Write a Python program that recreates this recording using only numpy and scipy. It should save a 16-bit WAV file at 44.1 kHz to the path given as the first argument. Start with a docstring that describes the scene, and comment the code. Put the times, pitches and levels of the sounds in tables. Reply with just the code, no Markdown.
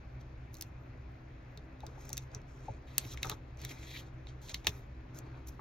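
"""A sticker peels and is pressed on a paper page lying on a desk mat, heard close and in stereo.
Glue and paper let go in snaps: short runs of cracks, heard bare and striking the modes of the sheet.
Skin and sticker rub the page: grainy noise in bands, with wavering resonances lifted out of it.
Nails knock hollow notes, pages flap as short dull rings and fingertips shake the low desk modes.
Behind them fan and mains hum in wavering sines; the fan moves air as banded noise and squeaks faintly."""
import sys
import numpy as np
from scipy import signal
from scipy.fft import rfft, irfft, next_fast_len
from scipy.io import wavfile

SR = 44100
rng = np.random.default_rng(int(sys.argv[2]) if len(sys.argv) > 2 else 0)


def inscribe(sig):
    """Save sig as 16-bit PCM at rate SR to the path in sys.argv[1].

    A 1-D sig is mono; a 2-D sig holds one channel per row.
    Samples are clipped to [-1, 1] before scaling.
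    """
    pcm = np.round(np.clip(np.atleast_2d(sig).T, -1, 1) * 32767)
    wavfile.write(sys.argv[1], SR, pcm.astype(np.int16))


N = 247128

# strokes of skin and sticker over the page, levels before the rub's makeup gain: [start t/s, length/s,
# rasp level at start/dB, rasp level at end/dB, rise/(dB/s), fall/(dB/s), low rasp over rasp/dB,
# skin hiss over rasp/dB, top hiss over hiss/dB, page body over rasp/dB]
STROKES = [(0.215, 0.0081, -63.5, -81, 903, 600, -3, -1, -2, -8),
           (0.538, 0.13, -76.5, -83, 908, 455, 6, 9.5, 8, -9),
           (1.83, 0.16, -75.5, -75.5, 602, 450, -4, 0, -1, 22),
           (2.011, 0.22, -69, -72.5, 398, 450, 9, 7, -3.5, 13),
           (2.337, 0.046, -70.5, -74, 600, 448, 13.5, 2.5, -10, 23.5),
           (2.483, 0.19, -77.5, -76.5, 602, 458, -6, 5.5, -3, -8),
           (2.62, 0.14, -74.5, -71, 603, 454, 11.5, -1, -14, 14.5),
           (2.875, 0.15, -65, -59, 900, 900, 4.5, -6, 1, -10),
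           (2.984, 0.072, -62.5, -55, 3002, 450, 2.5, -4, 10, 6.5),
           (3.078, 0.062, -56.5, -51, 402, 1200, -5, 2, -0.5, -2),
           (3.177, 0.043, -63, -70.5, 600, 454, 9.5, 1.5, -10, 12),
           (3.226, 0.1, -55, -54, 1502, 499, 1.5, -0.5, 2, 9.5),
           (3.59, 0.059, -60.5, -51, 899.5, 450, 1, -3.5, 1, 1),
           (3.693, 0.02, -51, -52.5, 601, 600, -0.5, -3, 3, -8.5),
           (3.709, 0.014, -53, -56.5, 2998.5, 450, 9, 3, 1, 7),
           (3.745, 0.096, -65.5, -57, 600, 450, 7, 0, -2, 3.5),
           (3.876, 0.063, -53.5, -54.5, 402, 450, 4, -4, 2, -7),
           (3.939, 0.028, -53.5, -46.5, 900, 449, 5, -11, 8, -7),
           (3.978, 0.018, -46.5, -48.5, 902, 550, -2, -6.5, 6, -24),
           (4.019, 0.054, -66, -67.5, 597, 445, -2, -4.5, -3, 11),
           (4.278, 0.016, -64, -58.5, 899, 445, -5, -7.5, -16, -6),
           (4.419, 0.063, -60.5, -58, 3003, 600, -10.5, 0.5, 1, -9.5),
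           (4.498, 0.026, -48.5, -58, 2003, 700, 2.5, 2, -7, 2.5),
           (4.539, 0.089, -53.5, -74.5, 3000, 450, -11, -2.5, 2, 3.5),
           (4.652, 0.014, -60, -62, 900, 900, 8, -2, -6, -2),
           (4.67, 0.028, -45, -65, 6004, 446, 3, 11, 2, 10.5),
           (4.713, 0.073, -66.5, -68, 604, 250, 8, -1, 9, 12.5),
           (5.146, 0.037, -70, -64.5, 2997.5, 600, 4, 6.5, 2, 15),
           (5.22, 0.17, -72, -73, 597.5, 453, 10, -9.5, -1, 20),
           (5.47, 0.017, -68.5, -59, 5999, 1189, -1.5, 8, 8, 1),
           (5.496, 0.043, -79, -80, 2998, 445, 3, 5, 7, -13)]


def from_db(db):
    """Amplitude gain of a level in dB."""
    return 10 ** (np.asarray(db) / 20)


def rms_one(x):
    """Scale a signal to unit power."""
    return x / np.sqrt(np.mean(x ** 2) + 1e-20)


def at_hz(points, hz):
    """Read a table of (Hz, value) on a log-frequency axis, flat beyond its ends."""
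    table_hz, values = np.array(points).T
    return np.interp(np.log(hz), np.log(table_hz), values)


def drift(rate):
    """Slow random wander of spread 1: noise through two equal poles at rate (Hz), drawn every 40 samples."""
    r = np.exp(-80 * np.pi * rate / SR)
    noise = rng.standard_normal(N // 40 + 2002)
    slow = signal.lfilter([1], [1, -2 * r, r * r], noise)[2000:]  # drop the settling
    return np.interp(np.arange(N) / 40, np.arange(len(slow)), rms_one(slow))


def ring(x, hz, t60):
    """Damped resonator: a unit click sets a sine of height 1 ringing, down 60 dB after t60 seconds."""
    r, w = from_db(-60 / (t60 * SR)), 2 * np.pi * hz / SR
    return signal.lfilter([0, np.sin(w)], [1, -2 * r * np.cos(w), r * r], x + 1e-18)


def bands(spectrum, likeness, grain, gain_db):
    """Stereo noise in third-octave bands, unit power at 0 dB; gain_db(hz) moves each band in time."""
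    edges = 20.5 * 2 ** np.arange(0, 9.7, 1 / 3)
    white = rng.standard_normal((2, 2, N)) * grain
    out, power = 0, 0
    for k, (low, high) in enumerate(zip(edges, edges[1:])):
        hz = np.sqrt(low * high)
        density_db = at_hz(spectrum, hz)
        power += from_db(density_db) ** 2 * (high - low)
        if hz < spectrum[0][0]:
            continue
        bandpass = signal.butter(3, [low, high], "band", fs=SR, output="sos")
        mid, side = signal.sosfilt(bandpass, white[k % 2])  # neighbouring bands use separate noises
        alike = np.clip(at_hz(likeness, hz), 0, 1)
        stereo = np.sqrt(1 + alike) * mid + np.sqrt(1 - alike) * side * [[1], [-1]]
        out = out + from_db(density_db + gain_db(hz)) * stereo
    return out * np.sqrt(SR / 4 / power)


def room(x):
    """Dense dull reflections: decaying lowpassed noise, unrelated in the two channels."""
    t60_s, build_up_s, tail_db, wall_cut_hz = .07, 0.00054, -26, 4350
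    t = np.arange(int(t60_s * SR)) / SR
    envelope = from_db(-60 * t / t60_s) * np.clip(t / build_up_s, 0, 1)
    tail = rng.standard_normal((2, len(t))) * envelope
    tail = signal.sosfilt(signal.butter(2, wall_cut_hz, fs=SR, output="sos"), tail)
    return from_db(tail_db) * signal.fftconvolve(x[None], tail, axes=1)[:, :N]


def fan_and_mains_hum():
    """Hum lines of the fan and the mains: sines share one pitch wander and waver separately in level."""
    # hum lines of the fan and the mains: [f/Hz, rms level before wavering/dB]
    hum_lines = [(31.5, -68.5), (64.4, -54.5), (120, -61.5), (128.7, -54.5), (240, -75), (257.6, -66.5),
                 (322, -68), (387, -73.5)]
    t = np.arange(N) / SR
    time_wander = np.cumsum(0.00609 * drift(1.55)) / SR
    hum = np.zeros(N)
    for hz, db in hum_lines:
        gain = np.sqrt(2) * from_db(db + 3.0 * drift(5.5))
        hum += gain * np.sin(2 * np.pi * (hz * (t + time_wander) + rng.random()))
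    return hum


def fan_air():
    """Moving air: banded stereo noise, each band drifting gently in level."""
    # tone of the air: [f/Hz, relative power density/dB per Hz]
    air_colour = [(20, -5.5), (30, 0.5), (42, 0.5), (60, 5), (90, -4.5), (120, 3.5), (160, -8), (220, -17),
                  (290, -11), (370, -15), (460, -15.5), (600, -15.5), (1000, -20.5), (2300, -24.5),
                  (2950, -32.5), (5900, -39), (7400, -55), (9300, -89), (11700, -59.5), (14000, -61.5),
                  (16500, -57.5)]
    # stereo width of the air: [f/Hz, left-right likeness]
    air_likeness = [(40, .9997), (80, .998), (130, .98), (300, .8), (600, .1), (1500, .1), (2400, .5),
                    (4000, .15), (6000, .75), (7500, 1)]
    air_db = -50.5
    return bands(air_colour, air_likeness, 1, lambda hz: air_db + 1.2 * drift(10))


def fan_squeak():
    """Faint squeaks: two harmonics swell and fade while their shared pitch rises and trembles."""
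    # squeak harmonics: [multiple of the base pitch, peak level before wavering/dB]
    harmonics = [(2, -90), (3, -82)]
    # squeak onsets: [t/s]
    onsets = [.07, .78, 1.49, 2.2]
    length_s, base_hz, rise = .11, 4530, .03
    t = np.arange(N) / SR
    progress = sum(np.clip((t - s) / length_s, 0, 1) % 1 for s in onsets)  # 0 outside a squeak
    tremble = .011 * drift(120)
    turns = np.cumsum(base_hz * (1 + rise * progress + tremble)) / SR
    tone = sum(from_db(db + 3 * drift(40)) * np.sin(2 * np.pi * k * turns) for k, db in harmonics)
    return np.sin(np.pi * progress) * tone


def pushes():
    """A fingertip landing is a soft pulse of force that shakes the low modes of the desk."""
    # finger pushes: [t/s, force level/dB]
    landings = [(1.57, -42), (1.871, -40.5), (2.358, -38.5), (2.697, -36.5), (3.013, -51), (3.051, -38.5),
                (3.255, -40), (3.272, -44), (3.294, -50), (3.313, -36.5), (3.628, -41), (4.545, -44),
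                (4.672, -37.5), (4.684, -36.5)]
    # desk modes: [f/Hz, level per force/dB, t60/s]
    desk_modes = [(76, -1.5, 0.092), (114.6, -1.5, 0.18), (174, -6, 0.083), (272, -12, 0.094),
                  (421, -5.5, 0.19)]
    force, soft = np.zeros(N), np.hanning(130)
    force[[int(s * SR) for s, db in landings]] = from_db([db for s, db in landings])
    force = np.convolve(force, soft / soft.sum())[:N]
    return sum((-1) ** k * from_db(db) * ring(force, hz, t60)
               for k, (hz, db, t60) in enumerate(desk_modes))


def taps():
    """A nail knock on the mat swells on one hollow note and drops to a lower one."""
    # nail knocks: [t/s, level/dB]
    knocks = [(1.8325, -41.5), (1.976, -51), (2.100, -48.5), (2.682, -35)]
    # the notes of a knock: [delay/s, length/s, f/Hz, level over the knock/dB]
    notes = [(0, .0075, 800, 0), (.006, .008, 600, -2)]
    out = np.zeros(N + SR)
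    for s, db in knocks:
        for delay, length, hz, note_db in notes:
            t, at = np.arange(int(length * SR)) / SR, int((s + delay) * SR)
            swell = np.sin(np.pi * t / length)
            out[at:at + len(t)] += from_db(db + note_db) * swell * np.sin(2 * np.pi * hz * t)
    return out[:N]


def flaps():
    """The page flaps against the one below: a softened click sets off a short dull ring."""
    # page flaps: [t/s, level/dB, f/Hz]
    page_flaps = [(3.129, -49, 1200), (3.144, -42, 1260), (3.2467, -30, 1380), (3.2505, -33, 820),
                  (3.256, -35, 1240), (3.262, -35, 800), (3.27, -41, 1120), (3.298, -34, 1100),
                  (3.3024, -40, 1480), (3.315, -35.5, 1160), (3.322, -31.5, 1110), (3.33, -48, 990),
                  (4.648, -39.5, 790), (4.669, -26.5, 1020), (5.594, -34.5, 1060)]
    out, soft = np.zeros(N + SR), np.hanning(14)
    click = np.pad(soft / soft.sum(), (0, 2000))
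    for s, db, hz in page_flaps:
        at = int(s * SR)
        out[at:at + len(click)] += from_db(db) * ring(click, hz, 0.009)
    return out[:N]


def stroke_level(over_db, falls, resting_db):
    """Level in dB: each stroke rises, glides from start to end level and dies away; powers add."""
    t = np.arange(0, N + 32, 32) / SR
    power = from_db(2 * resting_db)
    for (s, length, start_db, end_db, rise, *_), extra_db, fall in zip(STROKES, over_db, falls):
        glide = np.interp(t, [s, s + max(length, 1e-3)], [start_db, end_db])
        edges = rise * np.maximum(s - t, 0) + fall * np.maximum(t - s - length, 0)
        power = power + from_db(2 * np.maximum(glide + extra_db - edges, -200))
    return np.interp(np.arange(N) / SR, t, 10 * np.log10(power))


def rubbing():
    """Dense uneven grains: page body fills the low bands, rasp the middle and hiss the top."""
    # tone of the rub: [f/Hz, relative power density/dB per Hz]
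    rub_colour = [(250, 10), (400, 2), (1200, -3), (1500, -4.5), (1850, -6.5), (2300, -2), (2950, -3),
                  (3700, 0), (4700, -5.5), (5900, 6.5), (7400, 3.5), (9000, -14.5), (12500, 0.5),
                  (15000, -17), (16500, -26)]
    # stereo width of the rub: [f/Hz, left-right likeness]
    rub_likeness = [(250, .85), (900, .1), (1600, .2), (2400, .6), (4000, .85), (6000, .9), (7500, 1)]
    # resonances of the stretched sheet: [f/Hz, level before wavering/dB, t60/s]
    rasp_peaks = [(1900, -2.5, 0.02), (2010, -1.5, 0.019), (2410, 0, 0.029), (3270, 5, 0.03),
                  (3614, -7.5, 0.037), (3880, 4, 0.023), (4314, -1, 0.014), (4420, -3, 0.015),
                  (6270, -1.5, 0.016), (6620, 3, 0.02)]
    # hands lying still on the page, before makeup gain
    resting_rasp_db, resting_hiss_db, resting_body_db = -91.5, -82.5, -65
    page_fall_db_per_s, makeup_db, stretch_share = 249, 4, .012

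    fall, low_db, hiss_db, top_db, body_db = np.array(STROKES)[:, 5:].T
    rasp = stroke_level(0 * low_db, fall, resting_rasp_db)
    low = stroke_level(low_db, fall, resting_rasp_db)
    hiss = stroke_level(hiss_db, fall, resting_hiss_db)
    top = stroke_level(hiss_db + top_db, fall, resting_hiss_db)
    body = stroke_level(body_db, np.minimum(fall, page_fall_db_per_s), resting_body_db)

    def band_gain_db(hz):
        """Level of the layer that owns this band, with a drift of its own."""
        level = body if hz < 1600 else low if hz < 2900 else rasp if hz < 4900 else hiss if hz < 9000 else top
        return level + makeup_db + 1.5 * drift(25)

    grain = rms_one(from_db(1.4 * drift(130) + 2.46 * rng.exponential(1, N)))
    raw = bands(rub_colour, rub_likeness, grain, band_gain_db)
    # the stretched sheet lifts a few resonances of wandering pitch and level out of the grain
    lifted = 0
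    for hz, db, t60 in rasp_peaks:
        turn = np.exp(2j * np.pi * hz * np.cumsum(1 + stretch_share * drift(12)) / SR)
        r = from_db(-60 / (t60 * SR))
        # shift the resonance to 0 Hz, smooth there, shift back
        narrow = 2 * np.real(turn * signal.lfilter([1 - r], [1, -r], raw / turn))
        lifted = lifted + from_db(db + 1.8 * drift(14)) * narrow
    return raw + lifted


def snaps():
    """A snap is a crack and weaker ones close behind, heard bare and striking every mode of the sheet."""
    # glue and paper snaps; each favours a pitch; level changes by its own slopes below and above it,
    # negative loss meaning gain: [t/s, relative level/dB, favoured f/Hz, loss below/(dB/octave),
    # loss above/(dB/octave)]
    releases = [(0.5426, -56.5, 4250, 26, -8), (0.5518, -54, 4320, 26, 2), (0.569, -52.5, 6700, 17, 7),
                (0.5855, -63, 6000, 10, 0), (0.611, -40, 5200, 38, -6), (0.623, -44, 5000, 11, -8),
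                (1.5746, -50.5, 4220, 15, 6.5), (1.805, -59, 3680, 25, 4.5), (1.866, -48, 5070, 15, 6),
                (2.0307, -69, 6200, 12, 3), (2.0539, -58, 6400, 17, -6), (2.0925, -49, 5030, 27, -6),
                (2.1028, -50, 6600, 10, 9), (2.13, -34, 6300, 23, -1.5), (2.1702, -40.5, 4800, 20, 1),
                (2.178, -36, 5960, 7, 0), (2.317, -61.5, 4900, 14, 18), (2.333, -73, 4900, 10, 19),
                (2.3481, -36, 6480, 22.5, 49), (2.4168, -66, 5330, 8, 10), (2.972, -63, 2700, 11, 1),
                (2.9814, -21, 7400, 29, -15.5), (2.986, -45, 2980, 12, 7), (3.05, -52, 2720, -5, 8),
                (3.174, -44, 2230, -5, 6.5), (3.2304, -34, 4000, -2.5, 1.5), (3.2467, -52, 1790, 2, 1),
                (3.255, -50, 6200, 14, -9), (3.27, -43.5, 6140, 25, 17), (3.2973, -34.5, 6470, 4.5, -4),
                (3.316, -43.5, 3670, 16, 6), (3.573, -61, 6500, 8, 14), (3.617, -52, 6840, 8, -4),
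                (3.6496, -45, 2300, 10, -3.5), (3.7121, -44, 2050, 4, 13), (3.8304, -51.5, 2290, 6, 14),
                (3.8315, -59, 3700, 6, 14), (4.27, -51, 4160, 8, 22), (4.486, -53, 3800, 11, 7),
                (4.4944, -45.5, 3750, 36, 2.5), (4.4998, -54, 6030, 7, 22), (4.519, -64, 3800, 12, 10),
                (4.5439, -32.5, 4300, 6.5, 9.5), (4.547, -47, 3330, 5, -3), (4.6462, -52.5, 3770, -1, 4),
                (4.6695, -22.5, 3360, 2.5, 3.5), (4.693, -46, 6400, 17, 3), (5.15, -81, 6200, 14, -1),
                (5.1882, -49, 6500, 16, -6), (5.4728, -58, 6000, 14, -12)]
    # sheet modes: [f/Hz, relative level/dB, t60/s]
    sheet_modes = [(1496, -23, 0.0052), (1870, -4, 0.0065), (2270, -3.5, 0.012), (2485, -2, 0.0072),
                   (3150, 1.5, 0.0051), (3430, 1, 0.0067), (3744, 3.5, 0.0073), (4310, 1.5, 0.0061),
                   (4450, -3, 0.0061), (4860, -0.5, 0.0068), (5410, 1.5, 0.0041), (6020, 9.5, 0.0043),
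                   (7100, 6.5, 0.00247), (7280, -4, 0.0051), (8030, 4, 0.0051), (8800, 9, 0.00162),
                   (11240, -10.5, 0.012), (13100, 5.5, 0.006), (12960, 6, 0.0025), (13700, -1.5, 0.0052),
                   (15900, -23, 0.0045)]
    cracks_per_snap, crack_fade_db_per_s, makeup_db = 4, 13001, 6.0
    favour_db, favour_octaves, levels_off_hz = 4.5, .2, 10000
    bare_crack_db = -5.5  # against the clicks that drive the ring

    rows, out = np.array(releases), np.zeros(N)
    level_db, favoured_hz, below, above = rows[:, 1:].T
    late = np.cumsum(rng.uniform(.0005, 0.0013, (len(rows), cracks_per_snap)), axis=1)
    late -= late[:, :1]  # the first crack is on time
    at = ((rows[:, :1] + late) * SR).astype(int)
    cracks = from_db(-crack_fade_db_per_s * late) * rng.choice([-1, 1], late.shape)
    luck_db = rng.normal(0, 1.5, (len(rows), len(sheet_modes), cracks_per_snap))
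    for k, (hz, db, t60) in enumerate(sheet_modes):
        octaves = np.log2(min(hz, levels_off_hz) / favoured_hz)
        mode_db = level_db + np.where(octaves < 0, below, -above) * octaves
        mode_db += favour_db * np.exp(-(octaves / favour_octaves) ** 2)
        clicks = np.zeros(N)
        np.add.at(clicks, at, from_db(mode_db[:, None] + db + makeup_db + luck_db[:, k]) * cracks)
        struck = (-1) ** k * ring(clicks, hz, t60) + from_db(bare_crack_db) * clicks
        # a mode radiates mainly around its own pitch
        near = signal.butter(1, [hz / 1.5, min(hz * 1.5, 20000)], "band", fs=SR, output="sos")
        out += signal.sosfilt(near, struck)
    return out


def scene():
    """Close hand sounds, the snaps and knocks with their room, over the fan and mains hum."""
    background = fan_and_mains_hum() + fan_air() + fan_squeak()
    cracks, knocks = snaps(), taps() + flaps()
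    reflections = room(cracks + 1.34 * knocks)
    return cracks + knocks + reflections + pushes() + rubbing() + background


def record(dry):
    """Stereo widening: the two channels differ in level and phase by frequency; the top is cut."""
    # left channel over right channel: [f/Hz, level/dB]
    left_louder = [(200, 0), (350, 2.5), (700, 2), (1400, 3), (2500, 3), (3200, -1), (6000, -.5), (9000, 0)]
    # phase of the right channel behind the left: [f/Hz, lag/rad]
    right_lag = [(3800, 0), (5500, 1.3), (6900, 1.7), (7900, 2.85), (9000, 3.14), (10200, 3.5),
                 (11500, 4.6), (14200, 6.2), (17000, 6.4)]
    # the echo off the desk top thins a zone near 3 kHz and the treble: [f/Hz, level/dB]
    desk_echo = [(2600, -1), (3050, -3), (3600, -2), (4400, -2), (5200, -4.5), (6000, -7.5)]
    size = next_fast_len(N + 4096)
    hz = np.maximum(np.arange(size // 2 + 1) * SR / size, 1)
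    # the left channel gets half the level and phase offset, the right channel its inverse
    half = from_db(at_hz(left_louder, hz) / 2) * np.exp(.5j * at_hz(right_lag, hz))
    spectrum = rfft(dry, size) * from_db(at_hz(desk_echo, hz))
    widened = irfft(spectrum * [half, 1 / half], size)[:, :N]
    top_cut = signal.cheby2(18, 70, 17050, fs=SR, output="sos")
    return signal.sosfilt(top_cut, widened)


dry = scene()
out = record(dry)
inscribe(out)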